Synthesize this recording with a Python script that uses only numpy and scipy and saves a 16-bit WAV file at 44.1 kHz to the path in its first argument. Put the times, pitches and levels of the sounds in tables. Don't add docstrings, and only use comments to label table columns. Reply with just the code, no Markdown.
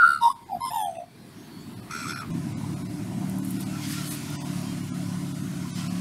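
import sys
import numpy as np
from scipy import signal
from scipy.fft import rfft, irfft, dct, next_fast_len
from scipy.io import wavfile
from scipy.ndimage import uniform_filter1d, map_coordinates

SR = 44100
rng = np.random.default_rng(int(sys.argv[2]) if len(sys.argv) > 2 else 0)


def output_pcm(signal):
    pcm = np.clip(np.atleast_2d(signal).T, -1, 1) * 32767
    wavfile.write(sys.argv[1], SR, np.round(pcm).astype(np.int16))


def amplitude_ratio(level_db):
    exponent = np.asarray(level_db, float) / 20
    return 10 ** exponent


N = 264776
CUT_S = 2.3
TOP_HZ = 15750


def unit(x):
    return x / np.sqrt(np.mean(x ** 2) + 1e-20)


def curves(rows, t):
    s, *cols = np.transpose(rows)
    return [np.interp(t, s, c) for c in cols]


def wobble(rate, size):
    knots = rng.standard_normal(int(size * rate / SR) + 4)
    return map_coordinates(knots, [np.arange(size) * rate / SR])


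def filtered(x, response):
    m = next_fast_len(len(x) + 8192)
    return irfft(rfft(x, m) * response(np.fft.rfftfreq(m, 1 / SR)), m)[:len(x)]


def coloured(x, spectrum):
    f, db = np.transpose(spectrum)
    return unit(filtered(x, lambda hz: amplitude_ratio(np.interp(np.log(hz + 1), np.log(f), db))))


def rush(spectrum, patchy_db):
    z = signal.stft(rng.standard_normal(N + 512), nperseg=512)[2]
    field = uniform_filter1d(rng.standard_normal(z.shape), 3, 0)
    field = uniform_filter1d(field, 14, 1)
    patchy = signal.istft(z * amplitude_ratio(patchy_db * unit(field)), nperseg=512)[1][:N]
    return coloured(patchy, spectrum)


def add(out, s, x):
    part = out[round(s * SR):][:len(x)]
    part += x[:len(part)]


def tent(t, s, db, rise, fall):
    return db - np.where(t < s, rise * (s - t), fall * (t - s))


def after_cut():
    return np.clip((np.arange(N) / SR - CUT_S) / .004, 0, 1)


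def throaty(source, throat, loose_db, count):
    place = np.linspace(0, count - 1, len(source))
    out = 0
    start_hz, end_hz, width, start_db, end_db = np.transpose(throat)[:, :, None]
    sign = (-1) ** np.arange(len(throat))[:, None]
    for k in range(count):
        u = k / (count - 1)
        chance = rng.standard_normal((2, len(throat), 1))
        hz = (start_hz + u * (end_hz - start_hz)) * (1 + loose_db * chance[0] / 200)
        gain = sign * amplitude_ratio(start_db + u * (end_db - start_db) + loose_db * chance[1])

        def tube(f):
            damping = 1.5j * f * width
            return (gain * (damping / (hz * hz - f * f + damping)) ** 2).sum(axis=0)

        share = np.clip(1 - abs(place - k), 0, 1)
        out = out + share * filtered(source, tube)
    return unit(out)


def note(rows, rasp, throat, coupling, gate, husky, fuzz_hz, loose_db):
    t = np.arange(rows[0][0], rows[-1][0], 1 / SR)
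    hz, gap_hz, upper_db, lower_db = curves(rows, t)
    in_step_s, first_db, last_db, rough = coupling
    effort = amplitude_ratio(upper_db) + amplitude_ratio(lower_db)

    pull_s = .064
    outer_db = np.minimum(np.linspace(first_db, last_db, len(t)), -6)
    outer = amplitude_ratio(outer_db) * np.clip((t - pull_s) / 0.011, -1, 1)
    turn = np.exp(2j * np.pi * np.cumsum(hz) / SR)
    beats = np.cumsum(gap_hz) / SR
    beat = np.exp(-2j * np.pi * (beats - np.interp(in_step_s, t, beats)))
    swell = amplitude_ratio(upper_db) * (1 + outer / beat) + amplitude_ratio(lower_db) * beat * (1 + outer * beat)

    uneven = 0
    for rate, share in ((300, .85), (fuzz_hz, .4)):
        for turned in (1, 1j):
            uneven = uneven + share * turned * wobble(rate, size=len(t))
    swell = swell * (1 + husky * uneven)

    lead = hz - gap_hz * (lower_db.max() > upper_db.max() + 3)
    shaky = np.exp(2j * np.pi * np.cumsum(lead) / SR) * np.exp(.24j * wobble(300, size=len(t)))
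    snaps = sum((shaky ** k).real * (k * lead < 16000) for k in range(2, 20))
    pulsing = (abs(swell) / effort) ** gate
    source = pulsing * ((1 - rough) * unit(snaps) + rough * rng.standard_normal(len(t)))

    rasp_level = np.minimum(amplitude_ratio(tent(t, *rasp)), amplitude_ratio(-3) * effort)
    overtones = throaty(source, throat, loose_db, count=8) * rasp_level
    since_start = t - t[0] + (t[0] == 0)
    fade = np.clip(np.minimum(since_start, t[-1] - t) / .006, 0, 1)
    return fade * (np.sqrt(2) * (swell * turn).real + overtones)


# time in seconds, upper voice in Hz, gap down to the lower voice in Hz,
# upper effort in dB, lower effort in dB.
TRILL_NOTE = [(0, 1575, 121.6, -38, -16), (.022, 1506, 113.4, -27, -15.5), (.034, 1433, 108, -13, -12.5),
              (.05, 1435, 93, -15, -14), (.066, 1471, 76, -26, -18.5), (.085, 1448, 70, -22.5, -20.5),
              (.13, 1430, 70.4, -31.5, -26), (.18, 1396, 73, -37, -35.5), (.215, 1370, 95, -53, -52)]
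WHISTLE_NOTE = [(0.204, 1046, 107.3, -65, -46), (.218, 1049, 103.2, -42, -26),
                (0.236, 1045, 103.8, -28.5, -17.5), (.265, 1043, 109.8, -29, -15),
                (0.282, 1048, 107, -38, -16.5), (0.291, 1063, 96.7, -30, -34),
                (.308, 1093, 66.9, -23.5, -25.5), (0.334, 1076, 142, -64, -63), (.455, 1083, 152, -63, -77)]
DIP_NOTE = [(.475, 895, 111, -68, -62), (0.501, 885, 106, -36, -42), (0.516, 837, 82.4, -44, -34),
            (.53, 790, 74, -25.5, -40), (0.546, 788, 56.3, -39, -27.5), (.57, 756, 55, -41, -35),
            (.588, 746, 65, -50, -49)]
LIFT_NOTE = [(.6, 1046, 94, -50, -51), (.62, 1030, 89.4, -33.5, -34.5), (.64, 1064, 100.5, -28, -31),
             (.664, 1030, 99, -34, -32), (0.685, 1029, 99, -29, -54), (.698, 1040, 95, -40, -49),
             (0.709, 1017, 90, -63, -62)]
HOOK_NOTE = [(.7, 890, 165, -61, -54), (.712, 880, 168, -39, -35), (.723, 897, 179, -28.5, -36),
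             (.732, 900, 185, -56, -52)]
SLIDE_NOTE = [(.729, 963, 80, -52, -46), (.737, 959, 75, -28, -25.5), (0.753, 943, 65, -37, -41),
              (0.761, 912, 80, -24.5, -40), (.775, 908.5, 88, -28.5, -27.5), (.795, 877, 100.2, -28, -37),
              (.895, 761.6, 73.7, -32.5, -31), (.907, 744, 68, -41, -37.5), (.955, 699, 58, -46.5, -48)]
TAIL_NOTE = [(.945, 718, 60, -65, -48), (.98, 730, 61.7, -38, -36.5), (1.005, 685, 59, -36.5, -44),
             (1.036, 712, 55, -41.5, -44.5), (1.055, 710, 65, -51, -59)]
# Hz at start, Hz at end, width in Hz,
# dB at start, dB at end.
OPENING_THROATS = [
    [(2060, 2000, 400, -7, -10.5), (2800, 2900, 260, -4, -15.5), (3720, 3800, 260, -1, -7),
     (4200, 4280, 180, -6, 1.5), (4600, 4600, 180, -4, 3), (5860, 5600, 150, -13, -20.5),
     (7300, 7250, 220, -29, -6.5), (8000, 7950, 200, -16, -4), (8450, 8750, 220, -6, -6),
     (10300, 9600, 700, -13.5, -9), (11400, 11100, 300, -10, -11), (14000, 13900, 500, -12.5, -18.5)],
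    [(1980, 2100, 180, -12.5, -7), (2900, 3150, 160, -6, -8), (3760, 3250, 170, 6.5, 2.5),
     (5000, 4900, 290, -1.5, -8), (5580, 4600, 800, -9.5, -10), (8400, 8250, 810, -10.5, -10),
     (9800, 9300, 500, -5.5, -7), (11400, 11150, 570, -9.5, -8.5), (15000, 15000, 500, -18, -12.5)],
    [(2500, 2440, 94, -5, -4), (4900, 4800, 280, -1, -4), (8830, 8750, 100, 1, 1),
     (12500, 12100, 500, -7, 0)],
    [(2130, 2060, 86, -3, -9), (3100, 3500, 400, -18, 2), (3800, 3800, 200, -2, -18),
     (4230, 4150, 110, -7, -16), (5130, 5150, 240, -6.5, 7), (7100, 7250, 110, -14, -7),
     (9300, 8900, 740, -10, -4), (10200, 10100, 380, -10, -6), (11230, 11200, 320, 6, -15.5),
     (15350, 15350, 300, -14, -14)],
]
CLOSING_THROAT_SHAPES = [
    [(1790, 1800, 140, -6, -6), (2600, 2650, 200, -12, -12), (3500, 3530, 210, -2, -2),
     (5100, 5400, 250, -10, -10), (7230, 7230, 250, -10, -8), (9300, 9300, 400, -10, -10),
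     (11200, 11300, 500, -2.5, -0.5), (13500, 13500, 900, -12, -13)],
    [(1825, 1700, 150, -8, -4), (2790, 2350, 260, -11.5, -7), (3190, 3200, 150, -1, 2),
     (3590, 3450, 150, 0.5, -3), (5160, 5000, 240, -3, -38), (6200, 6130, 130, -15, 7),
     (7200, 7200, 350, -1, -41), (9100, 8400, 220, -6, 11), (9440, 8900, 220, -4.5, -14),
     (10800, 10700, 300, -10, 1), (11500, 12000, 400, 3.5, -20.5), (12700, 13150, 260, -7, -10),
     (14100, 16000, 500, -9, -25)],
    [(1960, 1900, 150, -2, -6), (2650, 2600, 200, 2, -6), (3520, 3500, 200, -3, -5),
     (6100, 6000, 100, -3, -3), (8420, 8400, 170, -1, -4), (10300, 10200, 300, -8, -10)],
]
# a moment in seconds when they add up,
# outer sidebands in dB at start, the same at end, noise share from 0 to 1.
VOICE_COUPLING = [
    (.0417, -15, -2, .62),
    (.2628, -33, -33, .55),
    (.5349, -17, -17, .55),
    (.6309, -33, -33, .5),
    (.7205, -21, -21, .62),
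    (.8361, -26, -22, .56),
    (.9875, -13, -13, .8),
    (2.0963, -9, -9, .8),
]
# loudest moment in seconds, peak in dB, swell in dB per second,
# fade in dB per second.
NOTE_RASP = [
    (.125, -39, 49, 200),
    (.238, -37.5, 450, 94),
    (.541, -52.5, 232, 328),
    (.655, -35, 250, 214),
    (.715, -41.5, 300, 30),
    (.84, -37.5, 21, 262),
    (.985, -54, 98, 200),
    (1.912, -34, 900, 15.5),
]
# start in seconds, length in seconds, pitch in Hz, level in dB,
# waver as a share of the pitch.
FAR_WHISTLES = [(1.35, .15, 6400, -64, .024), (1.33, .12, 5700, -65, .024), (1.47, .25, 4400, -58, .024),
                (1.59, .05, 7100, -62, .024), (4.635, .115, 3175, -53, .002), (3.72, .08, 1340, -47, .015),
                (3.93, .12, 1380, -46, .015), (4.3, .06, 1400, -49, .015), (3.8, .08, 2150, -51, .015),
                (3.94, .1, 1850, -51, .02), (4.04, .05, 4500, -48, .02), (5.8, .08, 1350, -50, .015),
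                (1.06, .14, 2400, -66, .024), (1.17, .1, 4100, -65, .024)]


def magpies():
    out = np.zeros(N)
    song = [TRILL_NOTE, WHISTLE_NOTE, DIP_NOTE, LIFT_NOTE, HOOK_NOTE, SLIDE_NOTE, TAIL_NOTE]
    throats = OPENING_THROATS + CLOSING_THROAT_SHAPES
    for rows, rasp, throat, coupling in zip(song, NOTE_RASP, throats, VOICE_COUPLING):
        sung = note(rows, rasp, throat, coupling, gate=.6, husky=.11, fuzz_hz=480, loose_db=2)
        add(out, rows[0][0], sung)
    add(out, BEG_NOTE[0][0], begging())
    for s, length, hz, db, waver in FAR_WHISTLES:
        size = round(length * SR)
        pitch = hz * (1 + waver * wobble(160, size=size))
        whistle = np.sin(2 * np.pi * np.cumsum(pitch) / SR)
        add(out, s, amplitude_ratio(db) * 1.5 * np.hanning(size) ** .5 * whistle)
    return out


# time in seconds, upper voice in Hz, gap down to the lower voice in Hz,
# upper effort in dB, lower effort in dB.
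BEG_NOTE = [(1.888, 1250, 88, -66, -54), (1.91, 1360, 82, -48, -40.5), (1.95, 1462, 72.4, -49, -41),
            (2.03, 1450, 77.4, -48, -41.5), (2.062, 1346, 76, -51.5, -41.5), (2.105, 1465, 78.6, -42, -40),
            (2.2, 1427, 68, -44.5, -40), (2.23, 1330, 68, -55, -39), (2.258, 1250, 70, -68, -56)]
# Hz at start, Hz at end, width in Hz, dB at start, dB at end.
YOUNG_THROAT = [(950, 950, 200, -8, -12), (1750, 1700, 140, -4, -3), (2028, 2050, 130, 1, -4),
                (2420, 2380, 190, 2, 1), (3360, 3400, 260, -8.5, -7), (4300, 4200, 450, -4, -8),
                (5620, 5350, 390, -2, -3), (6320, 6400, 340, -6, -11), (7900, 8000, 480, -4, -5.5),
                (10100, 10000, 530, -15, -12), (11200, 11050, 330, -8.5, -8), (12200, 12100, 500, -17, -18)]
# time in seconds, treble level in dB.
BEAK_OPENING = [(1.9, -19.5), (1.91, 0), (2.075, 0.5), (2.086, 3.5), (2.12, 0), (2.17, -6), (2.182, -3),
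                (2.215, -4), (2.232, -14)]


def begging():
    call = note(BEG_NOTE, NOTE_RASP[-1], YOUNG_THROAT, VOICE_COUPLING[-1],
                gate=.22, husky=.5, fuzz_hz=800, loose_db=2.2)
    treble = filtered(call, lambda hz: hz > 3000)
    t = BEG_NOTE[0][0] + np.arange(len(call)) / SR
    opening_db, = curves(BEAK_OPENING, t)
    return call + treble * (amplitude_ratio(opening_db) - 1)


def walls(x):
    u = np.arange(SR // 4) / SR
    tail = rng.standard_normal(len(u)) * amplitude_ratio(-60 * u / 0.48) * (u > .006)
    return signal.fftconvolve(x, tail / np.linalg.norm(tail))[:N]


# time in seconds, scuffle level in dB, crackle level in dB.
KICKS = [(3.3, -73, -50), (3.5, -74, -44), (3.6, -47, -43.5), (3.76, -50, -54), (3.914, -38.5, -38),
         (4.112, -43, -33.5), (4.25, -58, -53), (4.34, -47, -54), (4.58, -50.5, -50), (5.62, -80, -68),
         (5.78, -41, -56), (5.98, -71, -66)]
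SCUFFLE_SLOPES = (88, 50.5)
CRACKLE_SLOPES = (168, 195)
# pitch in Hz, level in dB per Hz.
SCUFFLE_COLOUR = [(710, -41), (1200, -1.5), (2570, 0.5), (3550, -0.5), (4840, 2), (9020, -6), (15600, -18)]
CRACKLE_COLOUR = [(4000, -48), (8000, 3), (11000, 4.5), (14000, -4), (16000, -14)]
TWIG_COLOUR = [(5000, -40), (9000, 1), (11000, 3), (14000, -1), (16000, -10)]
# time in seconds, peak in dB, time to die by 60 dB in seconds.
TWIG_SNAPS = [(3.298, -31.5, .008), (3.357, -42, .006), (3.3863, -34.5, 0.0086), (3.4475, -39.5, .06),
              (3.506, -32.5, .04), (3.606, -36.5, .06), (3.924, -36, .03), (4.075, -40, .01),
              (4.117, -40, .01), (4.092, -30, .03), (4.1452, -36, .01), (4.151, -34, .01),
              (4.265, -46, .008), (4.3027, -36, .015), (4.618, -43, .01)]


def grains(share):
    noise = rng.standard_normal(N)
    struck = rng.random(N) < share
    force = np.minimum(rng.exponential(1, N), 1.6)
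    return noise * (.5 + struck * 1.1 * force)


def leaves():
    t = np.arange(N) / SR
    scuffle = np.sqrt(sum(amplitude_ratio(2 * tent(t, s, db, *SCUFFLE_SLOPES)) for s, db, _ in KICKS))
    crackle = np.sqrt(sum(amplitude_ratio(2 * tent(t, s, db, *CRACKLE_SLOPES)) for s, _, db in KICKS))
    clumps = amplitude_ratio(2.8 * wobble(25, size=N)) * coloured(grains(0.015), SCUFFLE_COLOUR)
    clumps = clumps + 1.1 * rush(SCUFFLE_COLOUR, patchy_db=5)
    out = scuffle * unit(clumps)
    out = out + crackle * amplitude_ratio(-2.5) * coloured(grains(0.013), CRACKLE_COLOUR)
    u = np.arange(SR // 20) / SR
    for s, db, t60 in TWIG_SNAPS:
        snap = coloured(rng.standard_normal(len(u)), TWIG_COLOUR)
        add(out, s, amplitude_ratio(db) * snap * amplitude_ratio(-60 * u / t60))
    return out


# time in seconds, firing rate in Hz, load in dB,
# bark of the upper orders in dB.
ENGINE_IDLE = [(2.3, 33.15, 2.5, -1), (2.47, 34.94, -2.5, 2), (2.75, 36.13, 0, -0.5), (3.0, 37.09, -2, 0.5),
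               (3.3, 37.73, 1, -2.5), (3.42, 37.7, 1.5, 8), (3.71, 37.49, 0.5, 0), (3.86, 37.3, -0.5, 3.5),
               (4.02, 36.8, 0.5, 0.5), (4.26, 36.8, -6.5, 3), (4.5, 35.84, 1, 2), (5.0, 35.8, 1, 1.5),
               (5.72, 35.78, 0.5, -2.5), (6.0, 36.0, 2, 2.5)]
# level in dB, growth with load in dB per dB.
EXHAUST_ORDERS = [(-45, 0.7), (-39, -0.4), (-37, 3), (-85, 7), (-45.5, 1.6), (-45, -0.16), (-77, 6),
                  (-57, -0.5)]


def engine():
    t = np.arange(N) / SR
    hz, load_db, bark_db = curves(ENGINE_IDLE, t)
    shaft = 2 * np.pi * np.cumsum(hz) / SR
    hum = np.zeros(N)
    for k, (db, growth) in enumerate(EXHAUST_ORDERS, 3):
        level_db = db + growth * load_db + bark_db * (k in (7, 8)) + 1.6 * wobble(6, size=N)
        hum += amplitude_ratio(level_db) * np.sin(k * shaft + .5 * wobble(7, size=N))
    return np.sqrt(2) * hum * after_cut()


# pitch in Hz, level in dB per Hz.
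TRAFFIC_COLOURS = [
    [(13, -71), (22, -44), (48, -22), (75, -30), (99, 3), (183, 5), (287, 2.5), (394, -4.5), (493, -29),
     (520, -15.5), (680, -81), (1140, -120)],
    [(15, -44), (25, -27), (75, -14.5), (100, -4), (180, -0.5), (300, -3.5), (370, -13), (420, -32),
     (520, -42), (600, -84)],
]
HISS_COLOURS = [
    [(420, -22), (650, 2), (900, 5), (1500, 2.5), (2500, -2), (4500, -2), (6300, -10.5), (10000, -6.5),
     (15600, -14)],
    [(880, -9.5), (1500, 2), (1590, -6), (2110, -1.5), (2730, -2), (3130, -4), (3380, -4), (10100, -5.5),
     (15600, -19)],
]
TYRE_COLOUR = [(260, -75), (450, -35), (510, -14.5), (588, 1.5), (706, 4), (848, -6.5), (1000, 0.5),
               (1160, -7), (1700, -12.5), (2210, -14), (3740, -120)]
ROAD_COLOUR = [(330, -60), (400, 0), (480, -2), (560, -7.5), (660, -67)]
DRONE_COLOUR = [(15, -24), (30, -13), (60, -7), (90, -5), (130, -4), (200, -48)]
# time in seconds, level in
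# dB.
ROAD_LEVEL = [(0, -79), (1.1, -65), (2.3, -63), (3.3, -58.5), (4.6, -81), (6, -72)]
# time in seconds, gain in dB.
GAIN_RECOVERY = [(0, -11), (.08, -8.5), (.42, -9.5), (.6, -5.5), (1.07, -10.5), (1.3, -4), (1.5, -2.5),
                 (1.65, -1.5), (1.72, 0.5), (1.8, -0.5), (1.9, -0.5), (2.3, 1)]
# time in seconds, strength in dB.
BREEZE_STRENGTH = [(2.3, -0.5), (3.38, 0), (3.6, 1), (4.04, 7), (4.31, 4), (4.72, 4), (5.67, 2), (6.0, 3.5)]
# levels in dB, and how much each follows the gain or breeze
# in dB per dB; early is before the scene changes, late is after.
EARLY_LEVELS = (-39.5, -58, -51)
EARLY_FOLLOW = (1.36, 0.93, 0.85)
LATE_LEVELS = (-30.5, -49, -49)
LATE_FOLLOW = (-0.54, 0.067, 0.89)


def yard():
    t = np.arange(N) / SR
    after = after_cut()
    before = 1 - after
    recovery_db, = curves(GAIN_RECOVERY, t)
    breeze_db, = curves(BREEZE_STRENGTH, t)
    road_db, = curves(ROAD_LEVEL, t)
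    early = np.outer(EARLY_FOLLOW, recovery_db) + np.reshape(EARLY_LEVELS, (3, 1))
    late = np.outer(LATE_FOLLOW, breeze_db) + np.reshape(LATE_LEVELS, (3, 1))
    traffic_db, tyres_db, hiss_db = after * late + before * early

    traffic = before * rush(TRAFFIC_COLOURS[0], patchy_db=3.0)
    traffic = traffic + after * amplitude_ratio(-4.5) * rush(TRAFFIC_COLOURS[1], patchy_db=-1.0)
    tyres = amplitude_ratio(.9 * wobble(4, size=N)) * rush(TYRE_COLOUR, patchy_db=3.5)
    hiss = before * rush(HISS_COLOURS[0], patchy_db=2.1) + after * rush(HISS_COLOURS[1], patchy_db=2.1)
    road = amplitude_ratio(road_db) * rush(ROAD_COLOUR, patchy_db=5)
    drone = amplitude_ratio(-57.5 + 0.6 * recovery_db) * before * rush(DRONE_COLOUR, patchy_db=2.5)
    return amplitude_ratio(traffic_db) * traffic + amplitude_ratio(tyres_db) * tyres + amplitude_ratio(hiss_db) * hiss + road + drone


def splice():
    out = np.zeros(N)
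    u = np.arange(SR // 10) / SR
    add(out, CUT_S, -amplitude_ratio(-33 - 60 * u / .06) * np.sin(2 * np.pi * 55 * u))
    return out


def scene():
    birds = magpies()
    echo = amplitude_ratio(-19) * walls(birds)
    return (birds + echo + yard() + engine() + splice() + leaves())[None]


STARVED_FRAMES = [.343, .45, .535, .983, 1.751, 1.815, 2.199, 2.754, 2.839, 2.882, 3.415, 3.586, 3.65,
                  4.098, 4.439, 4.823, 5.335, 5.42, 5.89]
GENTLE_FRAMES = [.45, .535, 2.199, 4.823, 5.42]
# start in seconds, number of frames, highest Hz kept.
DEEP_SHORTAGES = [(.62, 2, 12500), (.834, 2, 15700), (2.146, 1, 11500), (2.327, 1, 10000), (2.54, 2, 9500),
                  (4.375, 2, 9000), (4.908, 2, 10000), (5.719, 2, 10500)]


def starved(x):
    frame = 1882
    gentle_step, usual_step, deep_step = 2.9, 3.7, 3.45
    out = x.copy()
    window = np.sin(np.pi * (np.arange(frame) + .5) / frame)
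    hz = np.arange(frame) * SR / 2 / frame
    frames = [(s, gentle_step if s in GENTLE_FRAMES else usual_step, TOP_HZ) for s in STARVED_FRAMES]
    for s, count, top_hz in DEEP_SHORTAGES:
        frames += [(s + k * frame / 2 / SR, deep_step, top_hz) for k in range(count)]
    for s, step, top_hz in frames:
        start = round(s * SR) - frame // 2
        lines = dct(x[start:start + frame] * window, norm="ortho")
        local_power = uniform_filter1d(lines ** 2 * (hz > 900), 141)
        size = 1.12 * step * np.sqrt(abs(local_power) + 1e-20)
        kept = size * np.round(lines / size) * (hz < top_hz)
        lost = (lines - kept) * (hz > 850)
        out[start:start + frame] -= .95 * window * dct(lost, type=3, norm="ortho")
    return out


def top_cut(x):
    return signal.sosfilt(signal.butter(12, 15750, fs=SR, output="sos"), x)


def record(dry):
    thinned = starved(dry[0])
    mix = filtered(thinned, lambda hz: hz < TOP_HZ)[None]
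    return top_cut(mix)


dry = scene()
out = record(dry)
output_pcm(out)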